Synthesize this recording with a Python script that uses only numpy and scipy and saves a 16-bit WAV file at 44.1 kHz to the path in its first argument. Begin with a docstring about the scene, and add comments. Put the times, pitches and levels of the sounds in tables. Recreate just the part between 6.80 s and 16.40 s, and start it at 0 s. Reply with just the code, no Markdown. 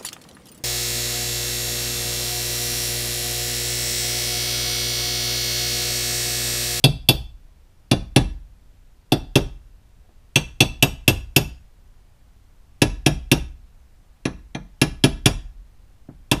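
"""Hammer and punch at a workbench

Microphone close to a wooden bench in a small workshop: a hammer taps a steel punch in short clusters
against a cast metal part. Each blow rings decaying metal modes over filtered-noise clatter, and thumps
the bench with swelling low modes and a noise knock; short repeats follow as the part rocks and lands.
A few soft touches on the bench, noise-tail reverberation, a low rumble and microphone hiss lie around
the blows, and the highest peaks overload the input a little."""
import sys
import numpy as np
from scipy import signal
from scipy.fft import rfft, irfft
from scipy.io import wavfile
from scipy.ndimage import uniform_filter1d

SR = 44100
rng = np.random.default_rng(int(sys.argv[2]) if len(sys.argv) > 2 else 0)


def ratio(d):
    """dB to gain"""
    e = np.asarray(d, float) / 20
    return 10 ** e


def file_out(sig):
    """Save sig as 16-bit WAV at sys.argv[1]."""
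    # one column per channel
    cols = np.atleast_2d(sig).T
    # limit, then scale
    lim = np.clip(cols, -1, 1)
    pcm = np.round(lim * 32767).astype(np.int16)
    wavfile.write(sys.argv[1], SR, pcm)


N = 423360

# Rumble and hiss. Each row: frequency in Hz, relative density in dB per Hz.
FLOOR_SPECTRUM = [(8.8, -25.5), (15, -5), (38, -2), (54, -13), (103, -14.5), (127, -22.5), (280, -29.5),
                  (354, -34.5), (398, -34.5), (779, -36.5), (1240, -40), (14500, -53), (15150, -55.5),
                  (15450, -85.5)]
FLOOR_DB = -49.5  # rms of the whole floor, dB re full scale

# Hammer blows. Each row: time of the crack in seconds, strength on the metal in dB, bench thump in dB,
# softness of the contact (0 = middling), place of the punch across and along the part (0 = middle).
BLOWS = [(0.0407, 0.33, -11, -0.7, 1.32, -0.48), (0.288, 1.5, -11.5, -1.63, 0.91, -0.39),
         (1.1135, -5.5, -10.5, 0.47, 0.74, -0.2), (1.3618, -2.67, -7, 0.54, 0.32, -0.16),
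         (2.3203, -7, -12.0, -0.6, 0.91, -0.36), (2.5561, -1.63, -9.0, -0.14, 0.04, -0.08),
         (3.5582, -0.35, -15.5, 0.13, 0.0, 1.24), (3.8053, 2.13, -11, 0.06, 0.57, 0.93),
         (4.0255, 2, -11, -0.77, -0.56, 0.56), (4.2791, 3.0, -10.5, -0.74, -0.62, 0.06),
         (4.5628, 3, -10, -1.05, -0.63, 0.0), (6.0185, -1.5, -11.5, 0.62, -0.51, -0.43),
         (6.2624, -1.75, -10.5, 0.28, -0.68, -0.25), (6.5155, -0.57, -9.5, -0.2, -0.29, -0.01),
         (7.454, -18, -20.5, 2.8, 0.3, -0.21), (7.7486, -30.5, -29.5, 4.5, 0.97, 0.32),
         (8.0156, -2.2, -11.5, 0.54, -0.64, -0.56), (8.2387, -1.7, -9.5, 0.75, -0.63, -0.51),
         (8.4584, 0.87, -8.5, 0.25, -0.54, -0.31), (9.5147, -2.5, -10.5, -0.2, -0.47, 0.27)]
# Modes of punch and part. Each entry: frequency in Hz.
METAL_MODE_HZ = [1690, 2392, 2670, 2775, 2912, 3020, 3290, 3475, 3830, 4350, 4495, 4752, 5010, 5260, 5640,
                 5810, 6290, 6680, 6910, 7806, 8375, 9410, 9680, 10270, 10430, 10730, 11290, 12140, 12600,
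                 13060, 13330, 14240]
# The same modes in the same order. Each row: relative level in dB, own t60 in seconds, before the grip.
METAL_MODES = [(-20.5, 0.13), (-15.5, 0.12), (-3, 0.065), (-14.5, 0.072), (-16.5, 0.032), (-23, 0.062),
               (1, .017), (-7, 0.09), (-16, 0.22), (-8, 0.079), (-8.5, 0.11), (-4, 0.11), (-10.5, 0.094),
               (-7, 0.1), (-3, 0.089), (-13.5, 0.091), (-7.5, 0.071), (-18.5, 0.25), (-12.5, 0.017),
               (-3, 0.027), (-5.5, 0.055), (-16.5, 0.018), (-10, .05), (-5.5, 0.024), (-4, 0.041),
               (-2, 0.053), (-12.5, 0.056), (-4, .05), (-10.5, 0.073), (-5, 0.08), (-9.5, 0.05),
               (-6.5, 0.043)]
GRIP_S = 0.09  # the fingers round the punch damp its ring by a further 20 dB within this time, s
# How a blow drives the metal. Each row: frequency in Hz, level in dB for a middling blow,
# then dB per unit of softness, dB per unit across, dB per unit along.
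METAL_DRIVE = [(1700.0, -6.0, 6.5, -6.5, -1.9), (2350.0, -7.5, 3.5, -0.13, 1), (2780, -6, -0.5, -1.0, 3),
               (2980.0, -10.5, 0.84, -1, 2.5), (3280.0, -7, 1.7, 2.5, 0.6), (3490.0, -9.5, -1, 5.5, 2),
               (3850.0, -14.5, 1.5, 2.5, -1.35), (4400.0, -18, 0.6, 8, 0.5), (4800.0, -21.0, -2.5, 1, -5.5),
               (5200.0, -19, 0.5, -1.5, -7), (5700.0, -19, 2.7, -2, 0.84), (6250, -18, 2.5, 1.96, 5.5),
               (6750.0, -20.5, -0.76, -4.5, -0.42), (7600.0, -21.5, -0.66, -0.5, 0.56),
               (8400.0, -17.5, -0.94, 0.5, 5), (9500.0, -19.0, -1.23, 1.76, -2),
               (10500.0, -19, 1.32, -1.4, -6), (11600.0, -22.5, -4.5, 0, 3.17),
               (12800.0, -24, -9, -1.92, 1), (14200.0, -26.0, -3.5, -2.2, -1)]
# Clear ring over clatter. One row: dB for a middling blow, dB per unit of softness, across, along.
CLEARNESS = (.4, -2, 2.5, 0.74)
# Strength of the part's rebound. 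One row: dB for a middling blow, dB per unit of softness, across, along.
REBOUND_STRENGTH = (-5.5, -0.77, 1.67, 1.04)
# The part rocks and lands again. Each row: nominal delay after the blow in seconds, relative level in dB.
LANDINGS = [(.0078, 0), (0.0162, 2.5)]
# Metal modes too dense to count. Each row: frequency in Hz, relative level in dB.
CLATTER_SPECTRUM = [(1400, -35), (2100, -10), (2700, 0.5), (4100, 3.5), (5400, 2.5), (7500, -0.5),
                    (9200, -7.5), (10450, 5.5), (11600, -6.5), (14500, -0.5), (15500, -23.5),
                    (17000, -48.5)]
CLATTER_DB, CLATTER_T60 = 10, 0.054  # dB, s

# Modes of the bench top. Each row: nominal frequency in Hz, relative level in dB, t60 in seconds,
# swell time in seconds.
BENCH_MODES = [(32.98, -19.5, 1, 0.039), (42.2, -14.5, 0.76, 0.045), (62.2, -19, 0.59, 0.055),
               (93.74, -18, 0.3, 0.004), (129.5, -6, 0.075, 0.0036), (149.7, -10.5, 0.17, 0.0095),
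               (178.7, -20, .2, 0.0075), (208, -17.5, 0.23, 0.0065), (269.4, -14, .09, 0.0022),
               (297.2, -4.5, 0.063, 0.0057), (335, -14.5, .06, 0.0052), (401, -18.5, 0.098, 0.001),
               (698, -14, 0.02, 0.0013)]
BENCH_DB = 7
THUMP_S = 0.006234  # the bench modes crest together this long after contact begins, s
# How a contact drives the bench. Each row: frequency in Hz, dB per unit of softness,
# dB per unit across, dB per unit along.
BENCH_TOUCH = [(45.0, 1, 1, 0.26), (62.0, 0.5, -0.26, 1), (95.0, 0, -2.57, 1.5), (135.0, -0.05, 0.74, 0),
               (190.0, 3.85, 0.5, 0.83), (277, 1.1, 0.04, -2.2), (400.0, -0.3, 0.7, -2),
               (563, 0.07, 1.04, 0.8), (780.0, -0.37, 1.93, 0.27), (1100.0, 0.56, -2, 1)]
# Dense upper bench modes. Each row: frequency in Hz, relative level in dB.
KNOCK_SPECTRUM = [(150, -31), (300, 2.5), (500, 1), (750, 0.5), (1100, -9), (1500, -11.5), (2000, -15.5),
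                  (2500, -24.5), (3300, -79.5)]
KNOCK_DB, KNOCK_T60 = 0.6, 0.13  # dB, s
KNOCK_PER_THUMP = -0.25  # dB of knock per dB of thump: heavy thumps are duller

# A hand or tool touches the bench. Each row: start in seconds, thump in dB, knock brightness in dB.
TOUCHES = [(3.243, -69, 15), (3.288, -67, 18), (9.2856, -33.5, -6.5)]
# Contact of those touches. One row: softness, place across, place along.
TOUCH_CONTACT = (1.2, .1, -0.45)
TOUCH_REBOUND_DB = -10

# Decay of the workshop. Each row: frequency in Hz, t60 in seconds.
ROOM_DECAY = [(100, 0.46), (400, 0.27), (1500, 0.39), (3000, 0.33), (7000, 0.33), (14000, .22)]
METAL_ROOM_DB, BENCH_ROOM_DB = -19, -16.5  # sends to the room


def evened(x):
    """Scales to rms 1."""
    return x / np.sqrt(np.mean(x ** 2) + 1e-20)


def read(points, hz):
    """Reads a (Hz, value) table on a log-frequency axis."""
    f, value = np.transpose(points)
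    return np.interp(np.log(hz + 1), np.log(f + 1), value)


def add(mix, s, sound):
    """Mixes a sound in at time s, in seconds."""
    part = mix[round(s * SR):][:len(sound)]
    part += sound[:len(part)]


def coloured(noise, *spectra):
    """Filters noise by the sum of some (Hz, dB) tables."""
    hz = np.fft.rfftfreq(len(noise), 1 / SR)
    gain = ratio(sum(read(points, hz) for points in spectra))
    return irfft(rfft(noise) * gain, len(noise))


def floor():
    """Low rumble and smooth hiss: shaped noise whose level wavers slightly in patches of time and pitch."""
    frames, hz = N // 512 + 5, np.fft.rfftfreq(2048, 1 / SR)
    real, imaginary, patches = rng.standard_normal((frames, 1025, 3)).T
    patches = uniform_filter1d(patches, 12, 0)
    patches = evened(uniform_filter1d(patches, 8, 1))
    level = ratio(read(FLOOR_SPECTRUM, hz)[:, None] + 0.42 * patches)
    noise = signal.istft((real + 1j * imaginary) * level, nperseg=2048, noverlap=1536)[1]
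    return ratio(FLOOR_DB) * evened(noise[:N])


def rebounding(x, db, lateness):
    """Adds a repeat of a blow for each landing of the part."""
    out = x.copy()
    for s, landing_db in LANDINGS:
        add(out, s * lateness, ratio(db + landing_db) * x)
    return out


def metal(db, touch, chance, grit):
    """The modes of punch and part ring from the blow, over a clatter of modes too dense to count."""
    t = np.arange(len(grit)) / SR
    drive = [(row[0], db + np.dot(row[1:], touch)) for row in METAL_DRIVE]
    clear_db = np.dot(CLEARNESS, touch)
    hz = np.c_[METAL_MODE_HZ]
    mode_db, t60 = np.transpose(METAL_MODES)[:, :, None]
    level_chance, phase_chance = chance[:len(hz), None], chance[len(hz):, None]
    mode_db = mode_db + read(drive, hz) + 1.3 * level_chance  # no two blows land alike
    level = ratio(mode_db - 60 * t / t60 - 20 * (t / GRIP_S) ** 2)
    rings = (level * np.sin(2 * np.pi * hz * t + 3 * phase_chance)).sum(0)
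    clatter = coloured(grit, CLATTER_SPECTRUM, drive)
    clatter_level = ratio(CLATTER_DB - clear_db / 2 - 60 * t / CLATTER_T60)
    rise = 1 - np.exp(-(t / 0.0015) ** 2)  # the pieces take up the blow one after another
    return rise * (ratio(clear_db / 2) * rings + clatter_level * clatter)


def bench(db, rebound_db, lateness, bright_db, contact, chance, grit):
    """Bending waves cross the board: high modes generally arrive first, low ones swell later."""
    t = np.arange(len(grit)) / SR
    drive = [(row[0], np.dot(row[1:], contact)) for row in BENCH_TOUCH]
    hz, mode_db, t60, swell = np.transpose(BENCH_MODES)[:, :, None]
    pitch_chance, level_chance = chance[:len(hz), None], chance[len(hz):, None]
    hz = hz * (1 + 0.01 * pitch_chance)
    rise = 1 - np.exp(-(t / np.maximum(swell, 1e-4)) ** 2)
    level = ratio(mode_db + read(drive, hz) + 2 * level_chance - 60 * t / t60)
    modes = (level * rise * np.cos(2 * np.pi * hz * (t - THUMP_S))).sum(0)
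    knock = coloured(grit, KNOCK_SPECTRUM, drive) * (1 - np.exp(-(t / 0.0038) ** 2))
    knock_level = ratio(KNOCK_DB + bright_db - 60 * t / KNOCK_T60)
    return ratio(db + BENCH_DB) * (rebounding(modes, rebound_db, lateness) + knock_level * knock)


def workshop(x, count=3):
    """Dense tails, each band dying at its own speed; successive blows take turns among them."""
    out = np.zeros(N)
    turn = np.arange(N) / SR * 1.3  # half turns
    for k in range(count):
        hz, t, z = signal.stft(rng.standard_normal(SR // 2), SR, nperseg=512)
        decay = ratio(-60 * t / read(ROOM_DECAY, hz)[:, None])
        tail = signal.istft(z * decay, SR, nperseg=512)[1]
        tail *= np.clip(np.arange(len(tail)) / SR / 0.027, 0, 1)  # reflections build up over 27 ms
        share = np.sqrt(2 / count) * np.cos(np.pi * (turn + k / count))  # powers sum to 1
        out += signal.fftconvolve(x * share, tail / np.linalg.norm(tail))[:N]
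    return out


def scene():
    """Every blow rings metal and bench, touches sound the bench alone; all of it fills the workshop."""
    ring, thump = np.zeros(N), np.zeros(N)
    blows, events = len(BLOWS), len(BLOWS) + len(TOUCHES)
    metal_chance = np.clip(rng.standard_normal((blows, 2 * len(METAL_MODES))), -2, 2)
    bench_chance = np.clip(rng.standard_normal((events, 2 * len(BENCH_MODES))), -2, 2)
    lateness = rng.uniform(0.96, 1.04, events)  # scales the landing delays
    metal_grit = rng.standard_normal((blows, SR // 5))
    bench_grit = rng.standard_normal((events, SR // 2))
    for k, (s, metal_db, thump_db, *contact) in enumerate(BLOWS):
        start = s - 0.0012  # contact begins just before the crack is heard
        touch = [1, *contact]
        rebound_db = np.dot(REBOUND_STRENGTH, touch)
        blow = metal(metal_db, touch, metal_chance[k], metal_grit[k])
        add(ring, start, rebounding(blow, rebound_db - 14.5, lateness[k]))
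        bright_db = KNOCK_PER_THUMP * thump_db
        add(thump, start, bench(thump_db, rebound_db, lateness[k], bright_db, contact,
                                bench_chance[k], bench_grit[k]))
    for k, (s, thump_db, bright_db) in enumerate(TOUCHES, blows):
        add(thump, s, bench(thump_db, TOUCH_REBOUND_DB, lateness[k], bright_db, TOUCH_CONTACT,
                            bench_chance[k], bench_grit[k]))
    wet = workshop(ratio(METAL_ROOM_DB) * ring + ratio(BENCH_ROOM_DB) * thump)
    return (ring + thump + wet + floor())[None]


def band_limit(x):
    """A steep low-pass at the top of the band."""
    return signal.sosfilt(signal.butter(12, 16500, fs=SR, output="sos"), x)


def record(dry):
    """The microphone input saturates smoothly, rounding off the highest peaks towards full scale."""
    mix = dry / (1 + abs(dry) ** 6) ** (1 / 6)
    return band_limit(mix)


dry = scene()
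out = record(dry)
file_out(out)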